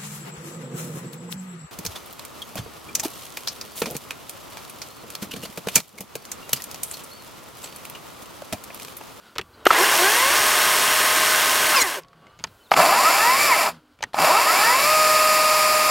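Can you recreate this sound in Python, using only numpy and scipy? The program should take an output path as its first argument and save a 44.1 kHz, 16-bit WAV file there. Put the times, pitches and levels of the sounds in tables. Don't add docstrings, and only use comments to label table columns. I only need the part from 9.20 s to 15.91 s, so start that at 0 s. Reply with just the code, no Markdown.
import sys
import numpy as np
from scipy import signal
from scipy.fft import rfft, irfft
from scipy.io import wavfile
from scipy.ndimage import uniform_filter1d

SR = 44100
rng = np.random.default_rng(int(sys.argv[2]) if len(sys.argv) > 2 else 0)


def undo_db(level):
    steps = np.asarray(level, float) / 20
    return 10 ** steps


def transcribe(u):
    v = np.clip(np.atleast_2d(u).T, -1, 1)
    q = np.round(v * 32767).astype(np.int16)
    wavfile.write(sys.argv[1], SR, q)


N = 295853
T = np.arange(N) / SR
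TURNED_S = 2.5
TOP_HZ = 15830
LINKS = 62

# ramp start in seconds, full cutter rate in Hz, drift in Hz per second,
# trigger release in seconds, braking in Hz per second.
SPEEDS = [
    (.411, 623.15, 5, 2.49, 2220),
    (3.506, 623, 0, 4.233, 2310),
    (4.930, 622.25, -4.5, 7, 2250),
]
# time in seconds, level in dB.
LEVELS = [
    [(.47, -14.5), (.48, -34), (.5, -25.5), (.53, -15.5), (1.0, -17.5), (2.6, -18.5), (2.64, -25),
     (2.75, -27), (2.792, -35), (2.81, -54), (2.83, -51)],
    [(3.52, -26.5), (3.544, -30), (3.559, -28), (3.57, -16), (3.678, -17), (3.768, -18.5), (4.3, -21.5),
     (4.44, -20.5), (4.49, -24.5), (4.55, -65)],
    [(4.94, -36), (4.96, -33), (4.978, -29.5), (4.99, -23), (5.004, -20), (5.048, -16), (5.25, -19.5),
     (5.4, -18.5), (5.7, -21.5), (6.709, -23)],
]


def unit(x):
    return x / np.sqrt(np.mean(x ** 2))


def walk(rate):
    k = int(SR / rate)
    held = np.repeat(rng.standard_normal(N // k + 1), k)
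    return 1.3 * uniform_filter1d(uniform_filter1d(held, k), k)[:N]


def band(x, lo, hi):
    return signal.sosfilt(signal.butter(2, [lo, hi], "band", fs=SR, output="sos"), x)


def lowpass(x, hz, order):
    return signal.sosfilt(signal.butter(order, hz, fs=SR, output="sos"), x)


def colour(x, shape, modes=(), echo=(0, 0), size=4096):
    hz = np.maximum(np.arange(size // 2 + 1) * SR / size, 1)
    shape_hz, shape_db = np.transpose(shape)
    db = np.interp(np.log(hz), np.log(shape_hz), shape_db)
    for f, width, lift_db in modes:
        db = db + lift_db / (1 + (2 * (hz - f) / width) ** 2)
    cepstrum = irfft(np.log(undo_db(db)))
    cepstrum[1:size // 2] *= 2
    cepstrum[size // 2 + 1:] = 0
    bounce = 1 + echo[1] * np.exp(-2j * np.pi * hz * echo[0])
    return signal.fftconvolve(x, irfft(np.exp(rfft(cepstrum)) * bounce))[:N]


def garden():
    # frequency in Hz, dB per Hz.
    air_shape = [(15, -41.5), (25, -8), (48, -10.5), (76, 1), (489, -7.5), (1040, -12), (1370, -23),
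                 (2110, -22), (4140, -24.5), (5730, -30), (16000, -38)]
    # time in seconds, level in dB.
    ambient_db = [(0, -53), (.074, -48.5), (.2, -61), (.44, -51), (2.86, -61.5), (3.216, -54.5),
                  (3.376, -58.5), (3.5, -56.5), (4.55, -46.5), (4.62, -59), (4.796, -62.5), (4.878, -56),
                  (4.93, -63)]
    # time in seconds, level in dB.
    gusts_db = [(0, -61), (.12, -63), (.3, -54.5), (.5, -58), (2.6, -62.5), (2.75, -68.5), (3.1, -67.5),
                (3.25, -58), (3.45, -62.5), (4.5, -62), (4.65, -73), (4.8, -62.5), (6.7, -67)]
    modes = [(1413, 460, 14.0), (3100, 710, 4.9), (4630, 800, 4)]  # Hz, width Hz, lift dB
    air = colour(rng.standard_normal(N), air_shape, modes)
    leaves = colour(rng.standard_normal(N), air_shape, modes)
    traffic_db = np.interp(T, *np.transpose(ambient_db))
    wind_db = np.interp(T, *np.transpose(gusts_db))
    traffic = undo_db(traffic_db + 2.5 * walk(8.3)) * unit(band(air, 120, 2600))
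    rustle = undo_db(traffic_db - 6 + 2 * walk(25)) * unit(band(leaves, 1500, 16000))
    wind = undo_db(wind_db + 3 * walk(9)) * unit(band(air, 22, 150))
    return traffic + rustle + wind


def microphone_hiss():
    # time in seconds, level in dB.
    hiss_db = [(0, -63), (3.1, -78), (3.25, -64), (3.5, -61.5), (4.6, -76), (6.7, -76)]
    return undo_db(np.interp(T, *np.transpose(hiss_db))) * rng.standard_normal(N)


def whistles(rows):
    out, waver = np.zeros(N), walk(90)
    for start, end, hz0, hz1, db in rows:
        span = slice(int(start * SR), int(end * SR))
        along = np.clip((T[span] - start) / (end - start), 0, 1)
        pitch = hz0 + (hz1 - hz0) * along ** 1.8
        swell = np.sqrt(np.sin(np.pi * along))
        level = undo_db(db + 2.5 * np.roll(waver, hz0)[span])
        out[span] += level * swell * np.sin(2 * np.pi * np.cumsum(pitch) / SR)
    return out


def far_engine():
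    # start and end in seconds, start and end pitch in Hz, level in dB.
    hums = [(0, .14, 1450, 1400, -58), (2.7, 2.95, 1110, 1120, -57), (2.93, 3.25, 1110, 1260, -57),
            (2.8, 3.05, 690, 700, -64), (2.8, 3.05, 530, 545, -65), (4.17, 4.33, 190, 190, -46),
            (2.66, 2.9, 165, 160, -58), (2.9, 3.04, 165, 155, -55), (2.98, 3.2, 2850, 3000, -64),
            (3.4, 3.435, 3050, 3000, -60), (4.48, 4.6, 175, 150, -47), (4.48, 4.59, 250, 230, -49),
            (4.5, 4.75, 310, 290, -60), (4.6, 4.75, 250, 250, -63), (3.16, 3.22, 160, 190, -55),
            (.21, .29, 1150, 1140, -59)]
    return whistles(hums)


def birds():
    # start and end in seconds, start and end pitch in Hz, level in dB.
    chirps = [(.06, .1, 3600, 4600, -62), (.08, .1, 4600, 5200, -63), (.33, .365, 4700, 4500, -61),
              (.33, .36, 4150, 4050, -60), (.4, .44, 3850, 3750, -62), (3.09, 3.12, 4200, 3900, -69),
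              (3.27, 3.3, 4300, 3700, -60), (3.43, 3.48, 4350, 3300, -55), (3.49, 3.51, 3700, 3900, -57)]
    return whistles(chirps)


def snaps(rows, pure, rough, snap_t60, less_db, rise):
    # frequency in Hz, width in Hz, lift in dB.
    crack_modes = [(4900, 800, 12), (6700, 1000, 12), (8700, 800, 2), (15000, 1500, 3)]
    crack_shape = [(1500, -18), (3000, 5), (16000, -23)]  # Hz, dB
    crack_t60, handle_t60, thud_t60 = 0.013, 0.066, 0.19
    handle_hz, handle_near_db, handle_far_db = 382, -22, -33.5
    out, t = np.zeros(N + 4000), np.arange(4000) / SR
    for s, db, hz, crack_db in rows:
        turned = s > TURNED_S
        noise = rng.standard_normal((4, len(t)))
        ring = pure * np.sin(2 * np.pi * hz * t)
        ring += rough * .3 * unit(band(noise[0], hz / 1.2, hz * 1.2))
        ring += rough * .53 * unit(band(noise[3], 500, 2800))
        decay = undo_db(-60 * t / snap_t60)
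        crack = unit(colour(noise[1], crack_shape, crack_modes * turned, size=256)[:len(t)])
        crack *= undo_db(-60 * t / crack_t60) + 0.05 * decay
        snap = decay * np.minimum(t * hz / rise, 1) * 0.54 * ring + undo_db(crack_db - 5) * crack
        handle_db = handle_far_db if turned else handle_near_db
        handle = undo_db(handle_db - 60 * t / handle_t60) * np.sin(2 * np.pi * handle_hz * t)
        thud_db = -40.5 - 0.53 * db + less_db + 2.5
        thud = undo_db(thud_db - 60 * t / thud_t60) * unit(band(noise[2], 30, 220))
        start = int((s + .001) * SR)
        out[start:start + len(t)] += undo_db(db) * (snap + handle + thud)
    return out[:N]


def trigger_clicks():
    # time in seconds, peak in dB, ring in Hz, crack in dB.
    contacts = [(.154, -34, 2470, -1), (0.158, -19.5, 500, -15), (0.167, -26, 500, -14),
                (0.1817, -12.5, 1290, 1.5), (0.191, -13.5, 1900, -21), (.191, -15, 410, -40),
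                (0.212, -24.5, 2680, -0.5), (2.616, -12, 302, -27.5), (2.62, -13, 90, -49),
                (2.833, -42, 2400, 2), (2.845, -38, 1050, -22), (2.883, -49, 1120, 0),
                (2.929, -37, 1190, -32), (3.067, -36.5, 2100, -15), (3.189, -37, 2180, 1),
                (3.196, -37.5, 2500, 0), (3.201, -31, 260, -39), (3.204, -37, 1100, -30),
                (3.2383, -16, 2980, -2), (3.24, -10, 915, -34), (3.269, -37, 4800, -7),
                (3.272, -36, 2700, -16), (3.5095, -23, 4330, -14), (4.788, -38, 2380, -12),
                (4.805, -28, 606, -22), (4.8228, -29, 3000, -3), (4.8258, -9.5, 844, -6.5),
                (4.837, -12, 1870, -12), (4.932, -27, 4170, -17)]
    return snaps(contacts, pure=0.52, rough=0.99, snap_t60=.032, less_db=-2, rise=1.4)


def cutter(start, full_hz, drift, release, brake):
    inertia_s, brake_lag_s, brake_bite_s = .05, .04, .07
    up = np.clip(np.minimum(T, release) - start, 0, None)
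    down = np.clip(T - release - brake_lag_s, 0, .5)
    down = uniform_filter1d(down, int(brake_bite_s * SR))
    ramp = 956 * up - 186 * np.minimum(up, 1) ** 2
    hz = np.minimum(ramp, full_hz + drift * (up - .8))
    hz = uniform_filter1d(hz, int(inertia_s * SR))
    hz = hz - brake * down + 1900 * down ** 2
    return np.maximum(hz, 20), np.clip(down / brake_lag_s, 0, 1)


def lap(link, side, size=4096):
    # beats per lap, dB over the scrape from behind, dB from the bar side.
    worn_links = [(13, 0, -6), (25, 0, 1), (44, 2, -6), (49, -1, 1), (55, -6, 4), (61, 1, 4), (63, 0, 2),
                  (69, -6, 4), (75, 6, 1), (87, 6, 2), (91, -6, 5), (95, 3, 0), (97, -6, 6), (107, -6, 5),
                  (111, 3, 5), (117, -6, 3), (122, -6, 3), (133, -6, 4), (160, 3, 1), (169, -6, 4),
                  (217, 1, 6), (224, -6, 4), (228, -6, 3), (257, -6, 3), (341, -8, 3), (403, 2, -8),
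                  (434, 1, 2)]
    lap_db, fade_beats = (-7, -3)[side], 220
    beats = np.arange(size // 2 + 1)
    chance = rng.standard_normal((2, len(beats)))
    lines = undo_db(lap_db) * (chance[0] + 1j * chance[1]) / np.sqrt(2)
    lines = lines / (1 + (beats / fade_beats) ** 2)
    for beat, *db in worn_links:
        lines[beat] *= undo_db(db[side]) / abs(lines[beat])
    table = irfft(lines) * size * .0213
    return np.interp(link / LINKS % 1 * size, np.arange(size + 1), np.append(table, table[0]))


def chain(turns, taut, side, wear_db=-2.5, scatter_db=-0.5, scrape=0.8, strike_db=-16.5):
    link = 6 * turns
    count = link.astype(int)
    wear, sign = rng.standard_normal((2, LINKS))
    scatter = rng.standard_normal(count[-1] + 1)[count]
    size = undo_db(wear_db * wear[count % LINKS] + scatter_db * scatter)
    strikes = np.diff(count, prepend=0) * size * sign[count % LINKS]
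    scrapes = rng.standard_normal(N) * (1 + size * np.exp(-(link - count) / scrape))
    return undo_db(strike_db) * unit(strikes) + unit(scrapes) + taut * lap(link, side)


def tones(turns, hz, orders, levels_db):
    out = 0
    for k, db in zip(orders, levels_db):
        waver_db = np.interp(hz, [195, 205], [1.5, .4]) * walk(29.98)[:len(hz)]
        audible = k * hz < TOP_HZ
        out = out + undo_db(db + waver_db) * audible * np.sin(2 * np.pi * k * turns + k * k)
    return out


def motor_song(turns, cutter_hz, shaft_hz, braking, tone_db, torque_db, live, side):
    teeth_turns = [2, 3, 5, 6, 8, 9, 12, 15, 18, 24]
    pole_turns = [7, 14, 28, 42]
    # level in dB, then dB added when slow, at full speed, while braking.
    teeth = [
        [(-13, -5, 1.5, -4), (-2.5, -8, -2.5, 1), (-8.5, -2, -1, 0), (4, -4, -1.5, 1), (-14, 1, -1, 1),
         (-9.5, -7, 1.5, 4.5), (-2.5, -4.5, -5, -12), (-15, 2, -4, 3), (-14.5, 0.5, 3, -3), (-15.5, 4, -1.5, 1)],
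        [(-34, 0, -2, 0), (-2, -2, -0.5, 4), (-17.5, 0, -0.5, 1), (3, -1.5, 0, 5), (-10, -4, 7, 0),
         (-8, -5, -5, 0), (0.5, 3, 0, -1.7), (-15, -5, -4, 0), (-5.5, 9.5, 6, 1), (-22, 16.5, 10, 0)],
    ]
    # start and end in seconds, level in dB.
    pole_pulls = [
        [(2.55, 2.63, -11.5), (4.28, 4.33, -9)],
        [(2.543, 2.642, 0.5), (4.28, 4.32, 1), (4.32, 4.352, 8)],
        [(2.56, 2.582, 1), (2.584, 2.598, -1)],
        [(0.546, 0.574, -2)],
    ]
    slow = np.interp(cutter_hz, [200, 450], [1, 0])
    full = np.interp(cutter_hz, [585, 615], [0, 1])
    levels_db = []
    for k, (db, slow_db, full_db, brake_db) in zip(teeth_turns, teeth[side]):
        by_speed_db = torque_db if k > 6 else tone_db
        state_db = slow_db * slow * (1 - braking) + full_db * full + brake_db * braking
        levels_db.append(db + state_db + by_speed_db)
    for rows in pole_pulls:
        lift = sum((db + 61.5) * (T > start) * (T < end) for start, end, db in rows)
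        levels_db.append(uniform_filter1d(lift, size=300) - 61.5)
    sines = np.zeros(N)
    live_db = [db[live] for db in levels_db]
    sines[live] = tones(turns[live], shaft_hz[live], teeth_turns + pole_turns, live_db)
    return sines


def saw(speed, level, shape, modes, nulls, echo, side):
    # cutter rate in Hz, hiss in dB, sprocket tone in dB, torque whine in dB.
    by_speed = [
        [(40, -1.5, -6, -7), (121, -12.5, -23, 0), (183, -5.5, 4, 9.5), (250, -7.5, -19, -5),
         (315, -4.5, -6.5, -2), (363, -4, -0.5, -0.5), (400, -5.5, -2.5, 1), (440, -4, -8, -3.5),
         (530, -5, -4.5, -7), (595, -6, -5, -12), (606, -4.5, -4.5, -14.5)],
        [(49.7, -7.5, 13, 4), (118, -7.5, -4, -11), (150, -7, -5, -9), (183, -7.5, -1, -5.5),
         (224, -8, -6, -2.5), (265, -5.5, -19, -6), (338, -4.5, -14, -4), (488, -4, -2.5, 1.5),
         (540, -5, -6, -6), (590, -1.5, -6.5, 0.5), (605, -2, -2, -2.5)],
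    ]
    # dB added while braking to hiss, sprocket tone and torque whine.
    brake_mix_db = [
        (0, -0.5, 4.5),
        (0, -6, -0.5),
    ]
    rumble_hz, slap, damped = (318, 420)[side], (0.53, 1.45)[side], (0.32, 0)[side]
    cutter_hz, braking = cutter(*speed)
    level_s, level_db = np.transpose(level)
    db = np.interp(T, level_s, level_db)
    on = uniform_filter1d(1. * (T > level_s[0]) * (T <= level_s[-1]), size=400)
    at_hz, *mix = np.transpose(by_speed[side])
    hiss_db, tone_db, torque_db = (np.interp(cutter_hz, at_hz, column) + brake * braking
                                   for column, brake in zip(mix, brake_mix_db[side]))
    hiss_db = hiss_db + 6 * np.interp(T, [2.595, 2.628, 2.628 + .006], [0, 1, 0])

    shaft_hz = cutter_hz / 3 * (1 + .0006 * walk(12))
    turns = np.cumsum(shaft_hz) / SR
    rattle = colour(chain(turns, cutter_hz / speed[1], side), shape, modes, echo)
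    hiss = signal.sosfilt(signal.butter(3, 3700, "high", fs=SR, output="sos"), rattle)
    body = lowpass(rattle, 3700, 3)
    rumble = lowpass(body, rumble_hz, 2)
    body = body - rumble * (1 - np.clip(shaft_hz / 200, 0, 1.1) ** 2.2)

    sines = motor_song(turns, cutter_hz, shaft_hz, braking, tone_db, torque_db, on > 0, side)
    driven = [(f, width, 1.13 * lift_db) for f, width, lift_db in modes]
    sung = colour(sines, shape, driven + nulls, echo) / np.std(body)
    sung = band(sung, 310, 15000)
    slack = np.clip(1 - cutter_hz / 300, 0, 1)
    sung = sung * undo_db(-6 * slack)
    body = body + slap * slack * undo_db(2.5 * walk(120)) * band(body, 550, 1500)
    body = body - damped * np.minimum(2 * slack, 1) * band(body, 970, 1300)
    flutter = undo_db(0.29 * walk(17))
    noise = flutter * (body / np.std(rattle) + undo_db(hiss_db) * unit(hiss))
    return on * undo_db(db) * (noise + undo_db(-3) * sung)


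def run_from_behind():
    # frequency in Hz, dB per Hz.
    shape = [(18, -57), (30, -29), (233, -18.5), (415, -13.5), (569, -8.5), (616, -8), (937, -4),
             (1220, -4.5), (1320, -5.5), (1540, -0.5), (2480, -7), (11700, -9), (16000, -15.5)]
    # frequency in Hz, width in Hz, lift in dB.
    modes = [(361, 130, 5), (1077, 104, 7), (1560, 91, 1.5), (2100, 120, 3.5), (2415, 71, 0),
             (3230, 81, 3.5), (2815, 220, 4), (4340, 220, 2.5), (5500, 220, 3), (6170, 69, -7.5),
             (6570, 160, 2.5)]
    shroud = [(8760, 50, 5.5)]
    # frequency in Hz, width in Hz, lift in dB.
    nulls = [(800, 640, -10.5), (900, 90, -4), (1400, 420, -11), (1900, 60, -2), (2260, 240, -4.5),
             (3320, 1200, -8.5)]
    table_echo = (0.000342, 0.095)
    return saw(SPEEDS[0], LEVELS[0], shape, modes + shroud, nulls, table_echo, side=0)


def controller():
    # start and end in seconds, start and end pitch in Hz, level in dB.
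    coil_tones = [(0.453, 0.459, 11800, 11500, -23), (.458, 0.511, 12000, 11860, -37),
                  (0.461, 0.51, 6050, 5960, -45), (3.511, 3.516, 11400, 11400, -33),
                  (3.518, 3.56, 11940, 12000, -52.5), (4.934, 4.937, 11200, 11000, -47),
                  (5.01, 5.054, 167, 165, -34), (3.575, 3.632, 175, 161, -33)]
    return whistles(coil_tones)


def chain_snatches():
    # time in seconds, peak in dB, ring in Hz, crack in dB.
    jerks = [(0.4532, -20, 2760, 7), (0.456, -13, 1500, -10), (0.4605, -9, 1930, -28),
             (0.4652, -1, 400, -42), (.4656, -24, 725, -29), (0.4688, -2.5, 1220, -28),
             (0.466, -2, 1430, -43), (0.4655, -7.5, 2920, -23), (0.5041, -4, 1306, -21),
             (0.508, -1.5, 970, -29), (0.51, -6, 1170, -23), (.519, -22, 1090, -16),
             (3.5135, -14, 790, -30), (3.5153, -2, 1290, -30), (3.52, -8, 1210, -39),
             (3.5367, -12.5, 2310, -3.5), (3.539, -6, 856, -32), (3.563, -9, 1290, -24),
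             (4.9424, -10, 790, -32), (4.986, -7, 865, -18)]
    return snaps(jerks, pure=2.3, rough=1.8, snap_t60=0.0137, less_db=-14, rise=0.86)


def knocks():
    # time in seconds, peak in dB, ring in Hz, swell in seconds.
    hits = [(.4657, -3.5, 597, 0.00086), (.4665, -9, 1400, .0015), (.5055, -11, 1310, 0.0032),
            (3.2397, -21, 4880, 0.00089), (3.2399, -18.5, 6630, 0.00051), (3.2399, -36, 8800, 0.00047),
            (3.5168, 0, 800, 0.001), (3.517, -14.5, 2210, 0.0017), (3.5385, -16, 2310, .001),
            (4.8264, -40, 4900, 0.00038), (4.8264, -29, 6550, 0.00054), (4.8374, -22, 6100, 0.00051),
            (4.8374, -31, 4460, .0006), (4.8374, -28, 8200, 0.00045)]
    out, t = np.zeros(N + 1000), np.arange(1000) / SR
    for s, db, hz, swell in hits:
        start = int(s * SR)
        envelope = t / swell * np.exp(1 - t / swell)
        out[start:start + len(t)] -= undo_db(db) * envelope * np.sin(2 * np.pi * hz * t)
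    return out[:N]


def brake_squeal():
    # start and end in seconds, start and end pitch in Hz, level in dB.
    squeals = [(2.606, 2.628, 4200, 4000, -22), (2.595, 2.62, 5850, 5400, -23),
               (2.598, 2.616, 7250, 6850, -27), (2.612, 2.63, 6850, 6600, -19),
               (2.608, 2.625, 8250, 7800, -23), (2.617, 2.625, 7400, 7250, -24),
               (2.61, 2.622, 11800, 11600, -27), (2.541, 2.553, 1380, 1300, -18)]
    return whistles(squeals)


def runs_from_bar_side():
    # frequency in Hz, dB per Hz.
    shape = [(18, -84.5), (30, -28.5), (554, -11.5), (616, -3.5), (866, -12.5), (988, -8), (1500, -8.5),
             (2290, -7.5), (3140, -12.5), (4910, -10.5), (6380, -11), (11700, -13.5), (16000, -21)]
    # frequency in Hz, width in Hz, lift in dB.
    modes = [(806, 100, 6), (1014, 210, 7), (1290, 110, 7.5), (1763, 84, 3), (2310, 58, 6), (2680, 87, 7.5),
             (4200, 280, -2.5), (4530, 370, 3.5), (5040, 370, 4), (6470, 570, -7.5), (7100, 790, 3),
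             (8540, 980, -3)]
    # frequency in Hz, width in Hz, lift in dB.
    nulls = [(407, 235, -10), (865, 45, -9.5), (1137, 25, -9), (1450, 90, -3.5), (1593, 185, -18),
             (1900, 69, -2), (3230, 1260, -25.5)]
    table_echo = (0.000422, 0.13)
    return sum(saw(speed, level, shape, modes, nulls, table_echo, side=1)
               for speed, level in zip(SPEEDS[1:], LEVELS[1:]))


def scene():
    surroundings = garden() + microphone_hiss() + far_engine() + birds()
    contacts = trigger_clicks() + chain_snatches() + knocks()
    runs = run_from_behind() + runs_from_bar_side()
    mono = surroundings + contacts + runs + controller() + brake_squeal()
    return np.array([mono, mono])


def roll_off(x):
    return signal.sosfilt(signal.butter(12, 17040, fs=SR, output="sos"), x)


def record(dry):
    mono = 1.25 * np.tanh(.86 * dry[0])
    treble = band(band(mono * rng.standard_normal(N), 3900, 16000), 3900, 12500)
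    grit = treble * (walk(40) > .9) * undo_db(-14)
    grit = grit + mono * rng.standard_normal(N) * (walk(30) > 1.3) * undo_db(-37)
    top_cut = signal.ellip(10, .2, 80, TOP_HZ, fs=SR, output="sos")
    both = signal.sosfilt(top_cut, [mono + grit, mono - grit])
    return roll_off(both)


dry = scene()
out = record(dry)
transcribe(out)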